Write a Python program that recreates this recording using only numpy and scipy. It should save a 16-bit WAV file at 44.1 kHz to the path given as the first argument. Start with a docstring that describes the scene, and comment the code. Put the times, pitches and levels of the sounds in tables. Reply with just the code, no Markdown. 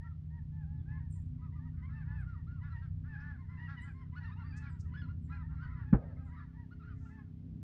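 """A flock of geese honks, yelps and grunts over a foggy marsh, with a chatter of far birds behind it.
Each call is a gliding harmonic series filtered by the throat, then scattered by reeds and water.
A far engine drones at multiples of its firing rate, under a faint hiss of air. A small bird chips,
and two short ticks and a faint rustle come from the reeds.
One dull, low thump sounds, with a brief low ring and a rolling tail."""
import sys
import numpy as np
from scipy import signal
from scipy.fft import rfft, irfft, next_fast_len
from scipy.io import wavfile
from scipy.ndimage import uniform_filter1d

SR = 44100
rng = np.random.default_rng(int(sys.argv[2]) if len(sys.argv) > 2 else 0)


def master(y):
    """Save y as 16-bit WAV."""
    cut = np.clip(np.atleast_2d(y).T, -1, 1)
    pcm = np.round(cut * 32767)  # scale
    wavfile.write(sys.argv[1], SR, pcm.astype(np.int16))


N = 336476

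# goose calls: t/s, length/s, f/Hz, glide from start to end/%, level/dB
GOOSE_CALLS = [(0, 0.075, 950, 4, -64), (0.038, 0.093, 1378, -1, -67.5), (0.303, 0.1, 950, 2.5, -67.5),
               (0.52, .03, 865, 4, -73), (0.548, 0.09, 875, -8, -70), (0.65, .19, 860, 6.5, -75),
               (0.855, .03, 800, 10, -69), (0.882, 0.11, 870, 1, -62.5), (0.91, .07, 1040, 8, -68),
               (0.968, 0.03, 1100, -8, -68.5), (0.99, .04, 810, -14, -68), (0.989, 0.093, 934, -4.5, -69),
               (1.157, 0.041, 968, -6, -71), (1.386, .09, 997.6, -4, -73), (1.414, 0.061, 1275, -1, -66),
               (1.519, 0.058, 974, 5, -73), (1.552, 0.052, 1207, -9, -67), (1.594, 0.1, 940, 14, -69),
               (1.82, 0.045, 1040, 12, -62), (1.887, .056, 282.6, 8, -64.5), (1.893, .13, 1265, -16, -72.5),
               (1.928, 0.11, 880, -9, -60), (2.044, 0.065, 286, 3, -68.5), (2.074, .08, 870, 4, -63),
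               (2.054, .12, 1000, 8, -68), (2.115, 0.07, 300.7, 2.5, -65), (2.152, 0.09, 825, -22, -58),
               (2.258, 0.097, 1400, -9, -60), (2.332, 0.032, 1272, -21, -68), (2.357, .043, 960, -2, -67),
               (2.47, .055, 1400, 4, -63), (2.515, .09, 1410, -14, -68), (2.56, 0.071, 1062, -16, -75),
               (2.614, 0.024, 1004, 7, -63.5), (2.631, 0.065, 288, -0.5, -61),
               (2.695, 0.048, 1373, -3, -63.5), (2.722, 0.055, 960, -7, -63), (2.777, .048, 950, 5, -64),
               (2.818, 0.053, 268, -3.5, -65.5), (3.04, 0.045, 290, 18, -65), (3.075, 0.092, 875, -12, -55),
               (3.167, 0.035, 850, 4, -60), (3.18, .151, 296, 2.5, -62), (3.2, .118, 880, 3, -58),
               (3.316, .056, 810, -19, -59), (3.385, 0.045, 1070, 1.5, -66.5), (3.49, 0.12, 1030, -5, -64),
               (3.588, .04, 880, 9, -63), (3.573, 0.11, 962, 5, -59), (3.678, 0.09, 277, -3, -56),
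               (3.768, 0.035, 980, -6, -53), (3.803, 0.045, 1000, 11, -54), (3.843, 0.053, 280, 0.5, -57),
               (3.875, .045, 830, -10.5, -58.5), (3.94, 0.105, 1068, -2, -66.5),
               (4.125, 0.027, 1000, 1.5, -64), (4.152, .014, 1300, 25, -60), (4.166, .03, 1480, 1, -56),
               (4.174, 0.022, 860, 0, -57), (4.196, .04, 825, -7, -66), (4.203, 0.039, 960, 0, -63.5),
               (4.232, 0.03, 1400, -2, -59), (4.262, .032, 1220, -26, -64), (4.294, .016, 1000, 0, -60),
               (4.24, 0.095, 913, -3, -59), (4.31, .035, 1260, 14, -63), (4.36, .035, 930, 16, -65),
               (4.395, .035, 930, -14, -64), (4.435, 0.04, 1180, 5, -65), (4.392, 0.042, 1400, -3, -61),
               (4.446, 0.08, 915, -7, -61.5), (4.519, 0.11, 860, 10, -59), (4.63, .06, 810, -20, -62),
               (4.619, 0.09, 283, -1.5, -60.5), (4.7, 0.07, 985, 2, -70), (4.86, 0.06, 983, 2, -74),
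               (4.908, 0.03, 1000, 2, -63), (4.938, 0.025, 1470, 9, -56), (4.965, 0.053, 1700, -3, -60),
               (5.018, 0.045, 1410, -7, -57.5), (5.066, 0.022, 1000, 1, -63), (5.088, 0.035, 1420, 5, -60),
               (5.29, .09, 1010, 1, -69), (5.298, .133, 1383, -1.5, -58.5), (5.315, 0.07, 831, -1, -60),
               (5.39, .04, 1000, -6, -68), (5.43, 0.055, 930, 8, -68), (5.486, 0.11, 1390, -1, -66),
               (5.597, .051, 1430, 4.5, -62), (5.613, 0.055, 1528, -3, -58.5),
               (5.633, 0.22, 1018, -8.5, -67.5), (5.648, 0.13, 1305, -2, -66),
               (5.763, 0.097, 290, -1.5, -65), (5.845, 0.085, 852, 2, -67.5), (5.983, 0.063, 1250, -3, -71),
               (6.038, 0.1, 918, -8, -71), (6.169, 0.068, 1297, -4, -69), (6.177, 0.12, 808, 2, -74),
               (6.255, 0.035, 1030, -6, -67), (6.295, .08, 985, 3, -69), (6.36, 0.052, 1290, -8, -65),
               (6.42, .045, 990, -9, -69), (6.387, 0.059, 347, -0.5, -65), (6.543, 0.035, 895, 1, -69),
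               (6.56, 0.095, 955, -9, -71), (6.71, 0.03, 1450, 8, -61.5), (6.795, 0.035, 1330, -14, -66),
               (6.836, 0.061, 1415, 1, -64), (6.87, 0.068, 1520, -8, -66), (6.895, .05, 1260, -10, -69),
               (7.053, 0.052, 1390, -4, -65), (7.09, 0.1, 875, 6, -65), (7.205, .04, 811, -8, -70),
               (7.18, .04, 1103, -6, -70.5)]


def undb(db):
    """Decibel law: 20 dB is a factor of ten in amplitude."""
    return 10 ** (np.asarray(db) / 20)


def shape(points, hz):
    """Spectral envelope: a table of f/Hz, level/dB, interpolated in log frequency."""
    f, db = np.transpose(points)
    return np.interp(np.log(np.maximum(hz, 1)), np.log(f), db)


def noise(points, db):
    """Spectral shaping: white noise filtered to the given envelope, at rms level db."""
    size = next_fast_len(N, True)
    hz = np.fft.rfftfreq(size, 1 / SR)
    inside = (hz > points[0][0]) & (hz < points[-1][0])
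    x = irfft(rfft(rng.standard_normal(size)) * undb(shape(points, hz)) * inside, size)[:N]
    return x * undb(db) / x.std()


def walk(per_s):
    """Random modulation: per_s values a second, joined smoothly, with a spread near 1."""
    grid = np.arange(0, N + 32, 32)
    place = grid * per_s / SR
    step, part = place.astype(int), place % 1
    levels = rng.standard_normal(step[-1] + 2)
    smooth = levels[step] + (levels[step + 1] - levels[step]) * part ** 2 * (3 - 2 * part)
    return 1.15 * np.interp(np.arange(N), grid, smooth)


def add(out, s, x):
    """Superposition: x joins out from time s."""
    i = max(int(s * SR), 0)
    out[i:i + len(x)] += x[:N - i]


def decay(t, t60):
    """Exponential damping: 60 dB down after t60 seconds."""
    return np.exp(-np.log(1000) * t / t60)


def echoes(x, t60, db):
    """Diffuse scattering: reeds and water add a decaying tail to the direct sound."""
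    t = np.arange(SR // 2) / SR
    tail = rng.standard_normal(len(t)) * decay(t, t60) * (t > .008)
    return x + undb(db) * signal.oaconvolve(x, tail / np.sqrt(np.sum(tail ** 2)))[:N]


def air():
    """Broadband ambient noise: the steady hiss of damp air."""
    hiss_spectrum = [(300, -3.5), (700, -4), (1500, -9.5), (3000, -13.5), (5500, -21), (8000, -30.5),
                     (15500, -31.5)]  # f/Hz, level/dB
    return noise(hiss_spectrum, db=-82)


def engine():
    """Periodic firing makes harmonics; on the long path through moving air each fades and drifts."""
    # engine's course: t/s, firing f/Hz, then level/dB of bass, upper band, hum and whine
    running = [(0, 30.61, -44.5, -49, -48, -80), (.7, 30.68, -41, -45, -45, -80),
               (1.5, 30.98, -42.5, -42.5, -46, -78), (2.7, 31.1, -41.5, -46, -48, -78),
               (3.7, 31.19, -45.5, -43.5, -51, -78), (4.699, 31.38, -43, -41.5, -50, -75),
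               (5.8, 31.57, -41, -42, -48, -77), (6.3, 32.02, -45.5, -42, -53, -80),
               (6.8, 32.3, -51.5, -41, -56, -70), (6.98, 32.57, -40.5, -43, -55, -70),
               (7.119, 32.3, -52.5, -41.5, -54, -70), (7.63, 32.3, -47, -41, -51, -74)]
    orders = [(2, -6), (3, -3.5), (4, -5), (6, -21), (7, -19.5), (8, -17), (9, -29), (10, -31)]  # harmonics of the firing rate: multiple, level/dB
    whine_orders = [(13, -2.5), (21, -15)]  # high harmonics: multiple, level/dB
    rumble_spectrum = [(15, -16.5), (35, -8), (60, -1.5), (100, 0), (165, -4.5), (200, -18), (260, -38.5)]  # f/Hz, level/dB
    wash_spectrum = [(150, -7), (240, -0.5), (300, -12), (400, -27), (600, -33), (900, -46.5)]  # f/Hz, level/dB
    t = np.arange(N) / SR
    moments, *columns = np.transpose(running)
    firing_hz, bass_db, upper_db, hum_db, whine_db = (np.interp(t, moments, c) for c in columns)
    phase = 2 * np.pi * np.cumsum(firing_hz) / SR

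    def harmonic(k, db, fade_db, drift):
        return undb(db + fade_db * walk(per_s=6)) * np.sin(k * (phase + drift * walk(per_s=8)))

    low = sum(harmonic(k, db, fade_db=3.1, drift=.09) for k, db in orders[:3])
    high = sum(harmonic(k, db, fade_db=3.1, drift=.08) for k, db in orders[3:])
    whine = sum(harmonic(k, db, fade_db=2.2, drift=.03) for k, db in whine_orders)
    drone_hz = 81  # a second tone, apart from the harmonics
    drone = undb(-2 + 2.5 * walk(per_s=6)) * np.sin(2 * np.pi * drone_hz * t + .82 * walk(per_s=5))
    bass = low + drone + noise(rumble_spectrum, db=-3)
    upper = high + noise(wash_spectrum, db=-18.5) * undb(3.4 * walk(per_s=4))
    hum = harmonic(5, hum_db + 1.5, fade_db=1.7, drift=.07)
    return undb(bass_db - 2) * bass + undb(upper_db - 1.5) * upper + hum + undb(whine_db) * whine


def reeds():
    """Amplitude modulation of bright noise: two narrow pulses tick, a wide one rustles."""
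    pulses = [(4.578, -63.5, 0.02), (4.808, -66, 0.019), (7.057, -84.5, 0.15)]  # Gaussian swells: t/s, level/dB, width/s
    reed_spectrum = [(3500, -16), (5200, 1), (7000, 3), (8800, -9), (10500, -33)]  # f/Hz, level/dB
    t = np.arange(N) / SR
    swell = sum(undb(db) * np.exp(-3 * ((t - s) / width) ** 2) for s, db, width in pulses)
    return echoes(swell * noise(reed_spectrum, db=-2), t60=.26, db=-11)


def small_bird():
    """Biphonation: two voices at once glide, mostly downward, in thin chips."""
    # chips: t/s, level/dB, settling f/Hz, share by which f starts higher, length/s, second voice/dB
    chips = [(0.774, -82, 3260, 0.28, .05, -30), (1.097, -74, 7120, 0.21, 0.077, -0.5),
             (2.195, -83.5, 7880, 0.09, 0.023, -17), (3.194, -78, 6700, -0.46, 0.027, -36),
             (3.803, -76.5, 7030, .24, 0.061, -3), (4.445, -75, 4690, -.05, .1, -40),
             (4.688, -81, 7260, .24, .05, -24), (5.218, -86, 7220, 0.2, .06, -7),
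             (6.236, -91, 7030, 0.2, 0.072, -4)]
    out, glide_s = np.zeros(N), .019
    for s, db, hz, glide, length, second_db in chips:
        t = np.arange(int(length * SR)) / SR
        phase = 2 * np.pi * np.cumsum(hz * (1 + glide * np.exp(-t / glide_s))) / SR
        swell = np.abs(np.sin(np.pi * (t / length) ** 1.1)) ** .6
        add(out, s, undb(db) * swell * (np.sin(phase) + undb(second_db) * np.sin(1.15 * phase)))
    flutter = undb(4.5 * walk(per_s=300) - 1.5)
    return echoes(out * flutter, t60=.36, db=-5)


def thump():
    """Damped transient: one dull, low thump with a brief low ring and a rolling tail."""
    s, hz, length, db = (5.9255, 184, 0.016, -9.5)  # pressure pulse: t/s, f/Hz, length/s, level/dB
    ring_tones = [(54, -17.5, 0.12), (125, -19.5, .12), (240, -27.5, 0.11), (313.5, -25.5, 0.082),
                  (455, -34.5, .1), (788, -33, .07)]  # damped low tones: f/Hz, level/dB, t60/s
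    wash_spectrum = [(80, -18.5), (200, 1), (350, -4), (800, -13.5), (1500, -11.5), (2400, -32),
                     (3500, -50), (9000, -86)]  # f/Hz, level/dB
    roll_spectrum = [(250, -19.5), (420, -2.5), (650, -3), (900, -19), (1400, -31)]  # f/Hz, level/dB
    out, t = np.zeros(N), np.arange(int(.5 * SR)) / SR
    pulse_t = t[t < length]
    swell = np.sin(np.pi * pulse_t / length) ** 2
    add(out, s, -undb(db) * swell * np.cos(2 * np.pi * hz * (pulse_t - .0007)))
    ring = sum(undb(level) * np.sin(2 * np.pi * f * t) * decay(t, t60) for f, level, t60 in ring_tones)
    add(out, s + .0158, ring * (1 - np.exp(-t / .001)) ** 2)
    wash = decay(t, t60=.12) * noise(wash_spectrum, db=-28.5)[:len(t)]
    add(out, s + .0019, wash * (1 - np.exp(-t / .003)) ** 2)
    add(out, s + .01, decay(t, t60=.71) * noise(roll_spectrum, db=-49.5)[:len(t)])
    return out


def breaths():
    """Grouping by proximity: calls close in time and pitch form one breath, a chain of row numbers."""
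    gap_s, lead_in_s, yelp_hz = .016, .035, 1150
    start, length, hz, glide, _ = np.transpose(GOOSE_CALLS)
    first_hz, last_hz = hz * (1 - glide / 200), hz * (1 + glide / 200)
    step = np.abs(np.log(first_hz / last_hz[:, None]))
    # a yelp may also leap up from a short lead-in
    leaps = (first_hz > yelp_hz) & (length[:, None] <= lead_in_s) & (last_hz[:, None] > 600)
    follows = (np.abs(start - (start + length)[:, None]) < gap_s) & (start > start[:, None])
    joins = follows & ((step < .14) | leaps)
    chains = [[row] for row in range(len(GOOSE_CALLS))]
    for row in np.argsort(-start):
        free = [chain for chain in chains if joins[row, chain[0]]]
        if free:
            nearest = min(free, key=lambda chain: step[row, chain[0]])
            chains.remove([row])
            nearest.insert(0, row)
    return chains


def honk(out, waver, times, pitches, dbs, throat_hz, brightness, scoop=.12, sag=.12):
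    """Source and filter: the throat weights the harmonics of one gliding breath; breath noise rasps."""
    throat_response = [(560, -18), (720, 4), (900, 0), (2000, 0), (2600, -10), (3300, -13), (4400, -10),
                       (5800, -20)]  # f/Hz, level/dB
    edge_s, slur_s, sag_s, yelp_hz = .018, .004, .04, 1150
    jitter, shimmer, breath_noise, flicker = waver
    n = int((times[-1] - times[0] + edge_s) * SR)
    t, at = np.arange(n) / SR, rng.integers(N // 2) + np.arange(n)
    onset = times[0] - edge_s / 2
    swell = np.clip(np.minimum(t, t[-1] - t) / edge_s, 0, 1)

    def slur(values):
        return uniform_filter1d(np.interp(t + onset, times, values), int(slur_s * SR), mode="nearest")

    # the pitch scoops up as the breath builds and sags as it fails
    building = (1 - swell) ** 2 * (t < edge_s)
    failing = np.clip(1 - (t[-1] - t) / sag_s, 0, 1) ** 2
    hz = slur(pitches) * (1 - scoop * building - sag * failing)
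    phase = 2 * np.pi * np.cumsum(hz * (1 + .009 * jitter[at])) / SR
    k = np.arange(1, int(5800 / max(pitches)) + 1)[:, None]
    grunt, upper = pitches[0] < 600, k * np.mean(pitches) > 2300
    if max(pitches) > yelp_hz:  # a yelp tunes the throat to its own pitch
        resonance_db = -15. * (k > 1)
    else:  # grunts have a narrower resonance than honks
        octaves_off = np.log2(k * hz / slur(throat_hz))
        resonance_db = -np.minimum((70 if grunt else 16) * octaves_off ** 2, 18)
    rolloff_db = -1.1 * np.maximum(k - 8, 0) if grunt else -3. * np.maximum(k - 2, 0)
    # no two throats weigh the upper partials alike, and each partial flickers on its own
    treble_db = upper * (1.3 * brightness + 2.6 * rng.standard_normal((24, 1))[:len(k)])
    gain = undb(shape(throat_response, k * hz) + resonance_db + rolloff_db + treble_db)
    partials = gain * np.where(upper, flicker[(at + 4000 * k) % N], 1) * np.sin(k * phase + k ** 2)
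    voice = np.sum(partials, axis=0) / np.sqrt(np.sum(gain ** 2, axis=0) / 2)
    rasp = undb(.37 * brightness - 15) * breath_noise[at]
    envelope = swell ** 1.3 * np.abs(np.sin(np.pi * t / t[-1])) ** .26
    add(out, onset, undb(slur(dbs) + .7 + 2.2 * shimmer[at]) * envelope * (voice + rasp))


def geese():
    """Superposition of voices: near calls stand out from a random chatter of duller, far birds."""
    flock = [(0, -64, -7), (.15, -94.5, -6), (1.3, -88.5, -2.5), (1.5, -70, -2.5), (1.85, -70, 1.5),
             (2.2, -71, -3), (2.85, -73, 4), (2.97, -91.5, -4.5), (3.2, -69.5, -2.5), (3.7, -71, 1),
             (3.95, -78, 2), (4.25, -68, 5), (4.37, -68, 4), (4.7, -69.5, 6), (5.15, -72, 0.5),
             (5.4, -66.5, -1), (5.7, -64, 0.5), (6.1, -71, 0.5), (6.4, -63, -1), (6.6, -85.5, -1),
             (6.9, -70.5, 1), (7.2, -74.5, -3), (7.35, -98.5, 3), (7.63, -84, -2)]  # flock's course: t/s, far chatter level/dB, brightness of all calls
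    rasp_spectrum = [(600, -29), (1000, -1), (2000, 1), (2600, -11.5), (5000, -20.5), (6500, -31),
                     (8000, -64)]  # f/Hz, level/dB
    rest_hz, opens_hz_per_db, usual_db, yelp_hz = 1480, 32, -64, 1150
    near, far = np.zeros(N), np.zeros(N)
    waver = walk(per_s=250), walk(per_s=30), noise(rasp_spectrum, db=0), undb(4.5 * walk(per_s=80))
    moments, far_db, brightness = np.transpose(flock)
    place = np.linspace(-1, 1, num=7)  # from the start of a call to its end
    for chain in breaths():
        s, length, hz, glide, db = np.transpose([GOOSE_CALLS[row] for row in chain])[..., None]
        times = np.maximum.accumulate((s + length * (place + 1) / 2).ravel())
        arch = .45 * length * place ** 2  # the pitch droops toward both ends
        pitches = (hz * (1 + glide / 100 * place / 2 - arch)).ravel()
        dbs = np.repeat(db, len(place))
        # a louder call opens the throat and lifts its resonance
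        throat_hz = rest_hz + opens_hz_per_db * (dbs - usual_db) * (pitches > 600)
        bend = np.minimum(length.ravel() / .1, 1)  # calls under 0.1 s bend less
        honk(near, waver, times, pitches, dbs, throat_hz, np.interp(times[0], moments, brightness),
             scoop=.3 if pitches[0] > yelp_hz else .1 * bend[0], sag=.12 * bend[-1])
    for when, pitch, rise, fall, span, kind in rng.random((240, 6)):
        hz = 270 + 60 * pitch if kind < .35 else 800 + 700 * pitch  # grunt, or honk or yelp
        pitches = hz * np.array([1 - .1 * rise, 1, 1 - .04 * fall, 1 - .12 * fall])
        times = when * N / SR + np.linspace(0, .02 + .04 * span, num=4)
        honk(far, waver, times, pitches, dbs=np.full(4, -3 - 6 * fall),
             throat_hz=np.full(4, 1200 + 800 * rise),
             brightness=np.interp(times[0], moments, brightness) - 6)
    far *= undb(np.interp(np.arange(N) / SR, moments, far_db))
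    return echoes(near, t60=.27, db=-10) + echoes(far, t60=.3, db=-7)


def scene():
    """Linear superposition: the pressures of all sources add in one channel."""
    return (geese() + engine() + small_bird() + reeds() + thump() + air())[None]


def record(dry):
    """Band limiting: a steep elliptic low-pass cuts the top of the treble."""
    cutoff_hz = 15700
    return signal.sosfilt(signal.ellip(8, .2, 70, cutoff_hz, fs=SR, output="sos"), dry)


dry = scene()
out = record(dry)
master(out)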